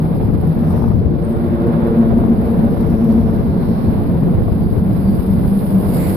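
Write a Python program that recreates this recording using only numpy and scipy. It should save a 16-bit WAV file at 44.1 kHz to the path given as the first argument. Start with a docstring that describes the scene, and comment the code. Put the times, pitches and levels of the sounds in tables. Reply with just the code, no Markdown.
"""Wind buffets a two-port microphone riding, probably on a bicycle, along a steel bridge's walkway.
Its eddies rumble, thump and rip at each port. Three cars sing in turn as their tyres strike the ribbed
deck, over the boom of the deck and a wash of tyre roar. The chain sizzles faintly at first, link by
link; a hiss of rushing air grows at the end, as when the microphone turns to face ahead."""
import sys
import numpy as np
from scipy import signal
from scipy.fft import rfft, irfft
from scipy.io import wavfile
from scipy.ndimage import uniform_filter1d, minimum_filter1d

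SR = 44100
rng = np.random.default_rng(int(sys.argv[2]) if len(sys.argv) > 2 else 0)


def waveform_to_disk(signal):
    """Save audio, clipped to [-1, 1], as 16-bit WAV at the path in sys.argv[1]."""
    frames = np.transpose(np.atleast_2d(signal))
    scaled = np.clip(frames, -1, 1) * 32767
    samples = np.round(scaled).astype(np.int16)
    wavfile.write(sys.argv[1], SR, samples)


N = 271656
T = np.arange(N) / SR
HZ = np.fft.rfftfreq(N, 1 / SR)


def gain_of(db):
    """Decibels to amplitude."""
    return 10 ** (np.asarray(db) / 20)


def unit_rms(x):
    """Scales to an rms of 1."""
    return x / np.sqrt(np.mean(abs(x) ** 2) + 1e-20)


def curves(rows):
    """Each column of a table, joined by straight lines in time."""
    times, *columns = np.transpose(rows)
    return [np.interp(T, times, column) for column in columns]


def spectra(rows):
    """Each column of a table, joined on a log-frequency axis."""
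    hz, *columns = np.transpose(rows)
    return np.array([np.interp(np.log(HZ + 1), np.log(hz + 1), column) for column in columns])


def white(channels=2):
    """White noise spectra, one for each channel."""
    return rng.standard_normal((channels, len(HZ))) + 1j * rng.standard_normal((channels, len(HZ)))


def drift(rate_hz, channels=2):
    """A random wobble of rms 1, up to about rate_hz."""
    return unit_rms(irfft(white(channels) / (1 + (HZ / rate_hz) ** 4), N))


def bell(hz, width_hz):
    """Gain curve of one resonance."""
    return 1 / (1 + ((HZ - hz) / (0.51 * width_hz)) ** 2)


def swell(peak_s, length_s):
    """A smooth rise and fall around peak_s."""
    return np.exp(-(2 * (T - peak_s) / length_s) ** 2)


# Gusts that swell and die. Each row: peak time in seconds, length in seconds, peak level in dB,
# port (0 left, 1 right).
GUSTS = [(0.28, 0.19, -11.5, 0), (0.957, 0.38, -10.5, 0), (2.175, 0.22, -17, 0), (2.858, 0.27, -13.5, 0),
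         (3.358, 0.44, -17, 0), (3.9, 0.16, -16, 0), (4.435, 0.33, -16, 0), (4.769, 0.045, -11, 0),
         (5.262, 0.15, -20.5, 0), (5.85, 0.15, -16.5, 0), (0.172, .22, -22.5, 1), (3.955, 0.22, -21, 1),
         (4.386, 0.17, -17, 1), (4.6, 0.38, -17, 1), (5.144, 0.1, -16.5, 1), (5.462, 0.086, -30, 1),
         (6.003, 0.17, -19, 1)]
# The tone of the turbulence. Each row: frequency in Hz, relative level in dB.
RUMBLE_TONE = [(8, -13.5), (20, -14.5), (40, -11), (60, -5), (90, -0.5), (130, -5), (200, -10.5),
               (300, -13), (500, -19), (900, -38.5), (2000, -53.5), (5000, -89)]


def wind(breeze_db=(-19.5, -20), unsteady_db=-0.64, lumpy_db=2, tearing_db=4.5, split_hz=240, leak=0.11):
    """Gusts ride on a breeze. Each port has its own turbulence, felt a little by the other."""
    power = gain_of(breeze_db)[:, None] ** 2 * np.ones(N)
    for peak_s, length_s, db, port in GUSTS:
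        power[round(port)] += gain_of(db) ** 2 * swell(peak_s, length_s)
    push = np.sqrt(power) * gain_of(unsteady_db * drift(5))
    turbulence = unit_rms(irfft(white() * gain_of(spectra(RUMBLE_TONE)), N))
    large_eddies = irfft(rfft(turbulence) / (1 + (HZ / split_hz) ** 4), N)
    small_eddies = turbulence - large_eddies
    lumps = drift(37)  # one wobble drives both the heaving lows and the tearing highs
    heave = unit_rms(gain_of(lumpy_db * lumps))
    bursts = gain_of(-2) * unit_rms(gain_of(tearing_db * lumps))
    ports = push * (large_eddies * heave + small_eddies * bursts) + buffets()
    return ports + leak * ports[::-1]


# How far the right port, on the road side, leads. Each row: frequency in Hz, phase in radians.
RIGHT_PORT_LEAD = [(20, -1.5), (420, 0.08), (700, 2), (1000, -1), (1300, 4), (1800, 4.5), (2400, 7.5),
                   (3200, 9), (4100, 14.5), (6000, 29)]


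def road_noise(tone, likeness):
    """Noise from the road side; reflections from the truss make the two ports less alike."""
    direct, scattered = white()
    lag = np.exp(-1j * spectra(RIGHT_PORT_LEAD)[0])
    left = likeness * direct * lag + np.sqrt(1 - likeness ** 2) * scattered
    return unit_rms(irfft(np.array([left, direct]) * tone, N))


# The deck's booming modes. Each row: centre in Hz, width in Hz, relative level in dB.
DECK_MODES = [(163.3, 10, -7), (178.7, 59, 1.5), (246, 37, -9), (300, 210, -15)]
# The fader ride on the boom. Each row: time in seconds, relative level in dB.
BOOM_RIDE = [(0, -20), (1.1, -22.5), (1.8, -24.5), (2.25, -17.5), (3.3, -20), (4.1, -16.5), (4.5, -20),
             (5.5, -20.5), (6.16, -18)]
# The tone of the tyre roar. Each row: frequency in Hz, relative level in dB.
ROAR_TONE = [(40, -10), (100, 4), (150, 3.5), (300, -1), (450, -0.5), (700, -3.5), (1000, -11.5),
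             (1500, -18.5), (2000, -26.5), (2600, -32), (4000, -37), (6500, -68)]
# The roar's stereo image. Each row: frequency in Hz, likeness of the two ports from 0 to 1.
ROAR_LIKENESS = [(200, .95), (450, 0.97), (800, 0), (1300, 0.52), (1800, 0.5), (2600, 0.8), (5000, 0)]
# The ride on the roar. Each row: time in seconds, relative level in dB, lean to the left in dB.
ROAR_RIDE = [(0, -35.5, 1), (.3, -39.5, -0.5), (.75, -35, 0), (1, -42, -1), (1.4, -36, -0.5),
             (1.87, -34, -2), (2.25, -36, -1.5), (2.5, -33.5, 0), (2.9, -36, -1), (3.85, -35, -0.3),
             (4.4, -38, -0.3), (5.55, -37, 0), (6.03, -33, -0.5)]


def traffic(boom_db=0.5, roar_db=10.5, lean_db=-0.17, patchy_db=1.67):
    """Wheels keep the deck's modes booming under the broad roar of the tyres."""
    deck_tone = sum(gain_of(db) * bell(hz, width_hz) for hz, width_hz, db in DECK_MODES)
    boom = road_noise(deck_tone, likeness=0.91) * gain_of(curves(BOOM_RIDE)[0] + boom_db)
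    roar = road_noise(gain_of(spectra(ROAR_TONE)[0]), spectra(ROAR_LIKENESS)[0])
    ride_db, pan_db = curves(ROAR_RIDE)
    roar *= gain_of(ride_db + np.array([pan_db, -pan_db]) + roar_db + patchy_db * drift(26))
    return (boom + roar) * gain_of([[lean_db], [-lean_db]])


# Cars singing on the deck. Each row: passing time in seconds, seconds to fade by 3 dB, rib rate in Hz,
# hum level in dB, overtone trim in dB, detune of each pair as a share, hum roughness from 0 to 1.
CARS = [(0.6, 1.8, 80.78, -25.5, -17, .02, 0.6), (2.498, 0.96, 115.7, -18, -1.5, .045, 0.47),
        (5.45, 0.5, 98.58, -18.5, -15, .04, 0.7)]
# The hum's partials; the upper ones are thrown ahead, so they peak earlier. Each row: multiple of
# the rib rate, relative level in dB, lead and span, both in fade times.
HUM_PARTIALS = [(2, -0.15, 0.022, 1), (3, -7.5, 0.85, 0.55), (4, -9, 0.12, 0.77), (5, -13, 0.78, 0.45),
                (6, -19, 0.09, 0.64)]
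# One partial blooms or ducks, probably as echoes from the truss meet it. Each row: peak time in
# seconds, length in seconds, boost or cut in dB, multiple of the rib rate.
HUM_SWELLS = [(0.108, 0.13, 12.5, 2), (0.506, 0.073, 16.5, 2), (1.105, 0.13, -3, 2), (1.579, 0.33, 5, 3),
              (1.681, 0.053, 15.5, 4), (1.68, .12, 3.5, 2), (1.78, 0.082, -16, 4), (1.847, 0.1, 7, 3),
              (1.912, 0.15, 11.5, 4), (1.845, 0.15, 4, 2), (2.01, 0.15, 7.5, 2), (2.195, 0.075, 9.5, 6),
              (2.3, 0.048, 10.5, 2), (2.387, 0.054, -18, 4), (2.42, 0.11, -8, 2), (2.49, 0.06, 2.5, 4),
              (2.508, 0.042, 4.5, 2), (2.675, 0.045, 5, 2), (2.71, 0.21, 4, 5), (2.827, 0.12, -6, 2),
              (3.065, 0.35, 6.5, 2), (3.205, 0.05, 5, 2), (3.12, 0.12, 4.5, 6), (3.14, 0.22, 8.5, 3),
              (3.29, .2, 12.5, 5), (4.874, 0.2, 5, 2), (5.517, 0.12, 9, 2), (5.757, 0.11, 13, 2)]


def car(pass_s, fade_s, rib_hz, hum_db, overtones_db, detune, hum_rough,
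        overtones_rough=0.56, blur_hz=10, waver=0.009, slowing_per_s=0.008, lean_db=1.0):
    """Tyres drum on the ribs. Each partial is a beating pair, blurred by echoes, fading with distance."""
    pair_hz = rib_hz * (1 - slowing_per_s * (T - pass_s)) * (1 + detune * np.array([[-.5], [.5]]))
    turns = np.cumsum(pair_hz * (1 + waver * drift(7.6)), axis=1) / SR
    pair_gains = unit_rms(gain_of([0, -5.5])) / np.sqrt(2)
    hum = np.zeros(N)
    for multiple, db, lead, span in HUM_PARTIALS:
        is_overtone = multiple > 2
        distance = np.hypot(1, ((T - pass_s) / fade_s + lead) / span)
        swell_db = sum(boost_db * swell(peak_s, length_s)
                       for peak_s, length_s, boost_db, which in HUM_SWELLS
                       if which == multiple and nearest_pass(peak_s) == pass_s)
        rough = overtones_rough if is_overtone else hum_rough
        blur_real, blur_imag = drift(blur_hz * np.sqrt(multiple / 2))
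        swing = np.sqrt(2 - 2 * rough ** 2) * gain_of(swell_db) + rough * (blur_real + 1j * blur_imag)
        pair = pair_gains @ np.exp(2j * np.pi * multiple * turns)
        hum += gain_of(hum_db + db + overtones_db * is_overtone) * (swing * pair).real / distance
    return hum * gain_of([[lean_db], [-lean_db]])


def nearest_pass(time_s):
    """The passing time of the car that goes by closest to time_s."""
    return min((row[0] for row in CARS), key=lambda pass_s: abs(pass_s - time_s))


# The ride on the rushing air. Each row: time in seconds, relative level in dB.
AIR_RIDE = [(0, -50), (.3, -54.5), (.78, -50.5), (1.08, -62.5), (1.3, -54), (2.3, -53.5), (2.47, -51),
            (3.55, -53), (3.72, -50.5), (4.05, -51), (4.35, -53.5), (4.9, -49), (5.1, -46), (5.25, -45),
            (5.4, -48.5), (5.5, -44.5), (5.85, -41), (5.97, -36.5), (6.16, -36.5)]
# Each port's colour, with its notch and resonance; it tints the chain too.
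# Each row: frequency in Hz, left gain in dB, right gain in dB.
PORT_TONE = [(800, -21.5, -20.5), (2500, 1, 1.5), (3500, -18, 3), (5060, -20, 2), (5570, -25, -11.5),
             (6300, -33, -33.5), (8140, -15.5, -32.5), (8580, -6, -30), (9140, -5, -9), (11000, -2.5, 1),
             (11250, -1, 2), (13000, -8, -0.5), (14500, -8, -3.5)]


def air_hiss(level_db=4, flutter_db=1.3, flutter_hz=45, low_follows=0.42, low_db=-3.0, split_hz=6500):
    """Fine turbulence hisses through the ports and flutters; the top follows the air speed most."""
    ride_db, = curves(AIR_RIDE)
    hiss = unit_rms(irfft(white() * gain_of(spectra(PORT_TONE)), N))
    low = irfft(rfft(hiss) / (1 + (HZ / split_hz) ** 8), N)
    top = hiss - low
    middle_db = np.median(ride_db)
    low_ride_db = middle_db + low_follows * (ride_db - middle_db) + low_db
    flutter = gain_of(level_db + flutter_db * drift(flutter_hz, channels=1))
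    return flutter * (low * gain_of(low_ride_db) + top * gain_of(ride_db))


# The ride on the chain's sizzle. Each row: time in seconds, relative level in dB.
CHAIN_RIDE = [(0, -63), (.3, -58), (.7, -48), (1.05, -60), (1.25, -51), (1.75, -58.5), (2.3, -58.5),
              (2.5, -51), (3.1, -54.5), (3.6, -55.5), (4.2, -57), (4.8, -72)]
# Brief, bright high ticks and clinks. Each row: start in seconds, relative level in dB.
CLINKS = [(.049, -45), (.164, -45), (0.244, -49), (.412, -44), (.47, -41), (0.547, -44.5), (.698, -46),
          (1.24, -51), (1.292, -48), (1.475, -56), (1.866, -46), (1.982, -44.5), (2.179, -40), (2.414, -44),
          (2.454, -46), (2.807, -41), (2.902, -43), (3.043, -41), (3.121, -39), (4.302, -43), (5.59, -35),
          (5.946, -28)]


def chain(links_per_s=51.3, level_db=-6.5, uneven_db=6.5, ring_s=0.0052,
          clink_db=-1.0, clink_ring_s=0.0091, bright_hz=6000, waver=0.008):
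    """Each link lands on a sprocket tooth with a tiny metallic burst, some harder than others."""
    ride_db, = curves(CHAIN_RIDE)
    link_rate = links_per_s * (1 + waver * drift(2.0, channels=1)[0])
    links = np.cumsum(link_rate) / SR
    accent_db = uneven_db * rng.uniform(-1, 1, N)[links.astype(int)]
    since_landing_s = (links % 1) / link_rate
    ticks = unit_rms(gain_of(accent_db) * np.exp(-since_landing_s / ring_s))
    envelope = gain_of(ride_db + level_db) * ticks
    for start_s, db in CLINKS:
        envelope += gain_of(db + clink_db) * (T >= start_s) * np.exp(-abs(T - start_s) / clink_ring_s)
    tone = gain_of(spectra(PORT_TONE)) * HZ ** 2 / (HZ ** 2 + bright_hz ** 2)
    return uniform_filter1d(envelope, size=100) * unit_rms(irfft(white() * tone, N))


# The hardest thumps of wind. Each row: peak time in seconds, level in dB, pitch in Hz,
# port (0 left, 1 right).
BUFFETS = [(0.205, -8, 78.4, 0), (0.23, -7, 280, 0), (.252, -17, 110, 0), (0.343, -2.5, 110, 0),
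           (.836, -13, 98.5, 0), (0.879, -8, 162, 0), (0.948, 2, 94, 0), (1.009, -7, 81, 0),
           (1.069, -11, 87, 0), (1.118, -3.5, 273, 0), (2.124, -5, 105, 0), (2.207, 0, 86.6, 0),
           (2.251, -4, 280, 0), (2.288, -3.5, 273, 0), (2.868, -5, 103, 0), (3.238, -11, 95, 0),
           (3.405, -3, 84.5, 0), (4.265, -10, 100.5, 0), (4.281, -3, 278, 0), (4.319, -12, 131, 1),
           (4.355, -4, 97, 1), (4.388, -6, 99.4, 0), (4.413, -9, 88, 0), (4.457, -7, 97, 1),
           (4.522, -4.5, 98, 0), (4.587, -18, 79, 1), (4.666, -9.5, 76, 1), (4.728, -6, 107, 0),
           (5.195, -6, 75, 0), (5.31, -4, 116, 0), (5.45, -5, 102, 1), (5.48, -7, 73, 1),
           (5.899, -8, 110, 0)]


def buffets(width_cycles=0.73):
    """An eddy thumps a port with a soft swing or two of pressure: the smaller, the quicker."""
    out = np.zeros((2, N))
    for (peak_s, db, hz, port), phase in zip(BUFFETS, rng.random(len(BUFFETS))):
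        near = abs(T - peak_s) < .06
        cycles = (T[near] - peak_s) * hz
        thump = np.cos(2 * np.pi * (cycles + phase)) / np.cosh(2 * cycles / width_cycles)
        out[round(port), near] += gain_of(db) * thump
    return out


# Sharp rips of wind. Each row: peak time in seconds, level in dB, length in seconds, centre in Hz,
# port (0 left, 1 right).
RIPS = [(0.233, -24, 0.0089, 750, 0), (.708, -23.5, 0.0042, 1050, 0), (0.778, -21.5, 0.0027, 1100, 0),
        (0.822, -20, 0.0076, 796, 0), (0.828, -29, 0.0042, 780, 0), (0.843, -21.5, 0.012, 855, 0),
        (0.881, -22.5, 0.0033, 800, 0), (0.92, -28, 0.0095, 940, 0), (2.19, -22.5, .005, 820, 0),
        (2.24, -19, .008, 760, 0), (2.274, -21, .005, 800, 0), (2.312, -25.5, 0.0025, 900, 0),
        (3.127, -24, .005, 800, 0), (4.286, -26, .004, 650, 0), (4.483, -17.5, 0.007, 640, 1)]


def rips(width_hz=820):
    """A tiny, fast eddy tears past a port in a few milliseconds."""
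    out = np.zeros((2, N))
    for peak_s, db, length_s, hz, port in RIPS:
        envelope = swell(peak_s, length_s)
        noise = irfft(white(channels=1)[0] * bell(hz, width_hz) ** 2, N)
        out[round(port)] += gain_of(db) * unit_rms(noise * envelope) * np.sqrt(np.mean(envelope ** 2))
    return out


# Brief whistles and swishes. Each row: peak time in seconds, length in seconds, centre in Hz,
# width in Hz, level in dB, port (0 left, 1 right).
WHISTLES = [(0.705, 0.02, 8850, 820, -47, 0), (0.754, 0.37, 5420, 1220, -56.5, 1),
            (1.246, 0.023, 9100, 700, -47.5, 0), (1.32, 0.13, 9100, 1200, -54, 0),
            (2.81, 0.035, 4300, 2200, -52, 1), (3.117, .04, 4300, 2200, -51, 1),
            (3.053, 1, 5510, 800, -59, 1), (3.738, 0.55, 4240, 800, -51.5, 1),
            (3.753, 0.32, 5240, 800, -58, 0), (4.51, 0.084, 4700, 300, -62.5, 1),
            (4.64, 0.1, 4640, 300, -54.5, 1), (5.088, 0.17, 4680, 270, -52.5, 1),
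            (5.14, 0.23, 4900, 500, -65, 0), (5.6, 0.35, 10440, 500, -47, 0),
            (5.96, 0.082, 4800, 500, -46.5, 1), (6.045, 0.2, 2070, 420, -39.5, 1),
            (6.05, 0.22, 2200, 1000, -40.5, 0), (6.07, 0.24, 4300, 1600, -46.5, 1),
            (6.026, 0.2, 4200, 1190, -52, 0), (6.038, 0.24, 7750, 1100, -48, 0),
            (6.037, 0.26, 7450, 900, -51, 1)]


def whistles():
    """Bands of noise swell and fade as brief whistles and swishes."""
    out = np.zeros((2, N))
    for peak_s, length_s, hz, width_hz, db, port in WHISTLES:
        band = unit_rms(irfft(white(channels=1)[0] * bell(hz, width_hz), N))
        out[round(port)] += gain_of(db) * band * swell(peak_s, length_s)
    return out


# The bands of the tread's hiss. Each row: centre in Hz, width in Hz, relative level in dB.
TREAD_BANDS = [(1280, 610, 13), (2000, 700, -27.5), (3330, 600, -8.5)]


def tread_hiss(peak_s=1.68, length_s=0.86, level_db=-39):
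    """Air pumped from the tread hisses ahead of the nearest car as it comes on."""
    tone = sum(gain_of(db) * bell(hz, width_hz) for hz, width_hz, db in TREAD_BANDS)
    return gain_of(level_db) * swell(peak_s, length_s) * road_noise(tone, likeness=0.91)


def scene():
    """Wind at the ports up front, the roadway behind it, and a fine top of air, whistles and chain."""
    buffeting = wind() + rips()
    roadway = traffic() + tread_hiss() + sum(car(*row) for row in CARS)
    return buffeting + roadway + air_hiss() + whistles() + chain()


def record(dry, ceiling=0.94, cutoff_hz=14690):
    """A quick limiter holds the largest swings under full scale; a steep low-pass trims the top."""
    allowed = np.minimum(1, ceiling / (abs(dry) + 1e-9))
    held = minimum_filter1d(allowed, size=300)
    gain = uniform_filter1d(uniform_filter1d(held, size=150), size=150)
    low_pass = signal.firwin(801, cutoff_hz, window=("kaiser", 9), fs=SR)
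    return signal.oaconvolve(dry * gain, low_pass[None], "same")


dry = scene()
out = record(dry)
waveform_to_disk(out)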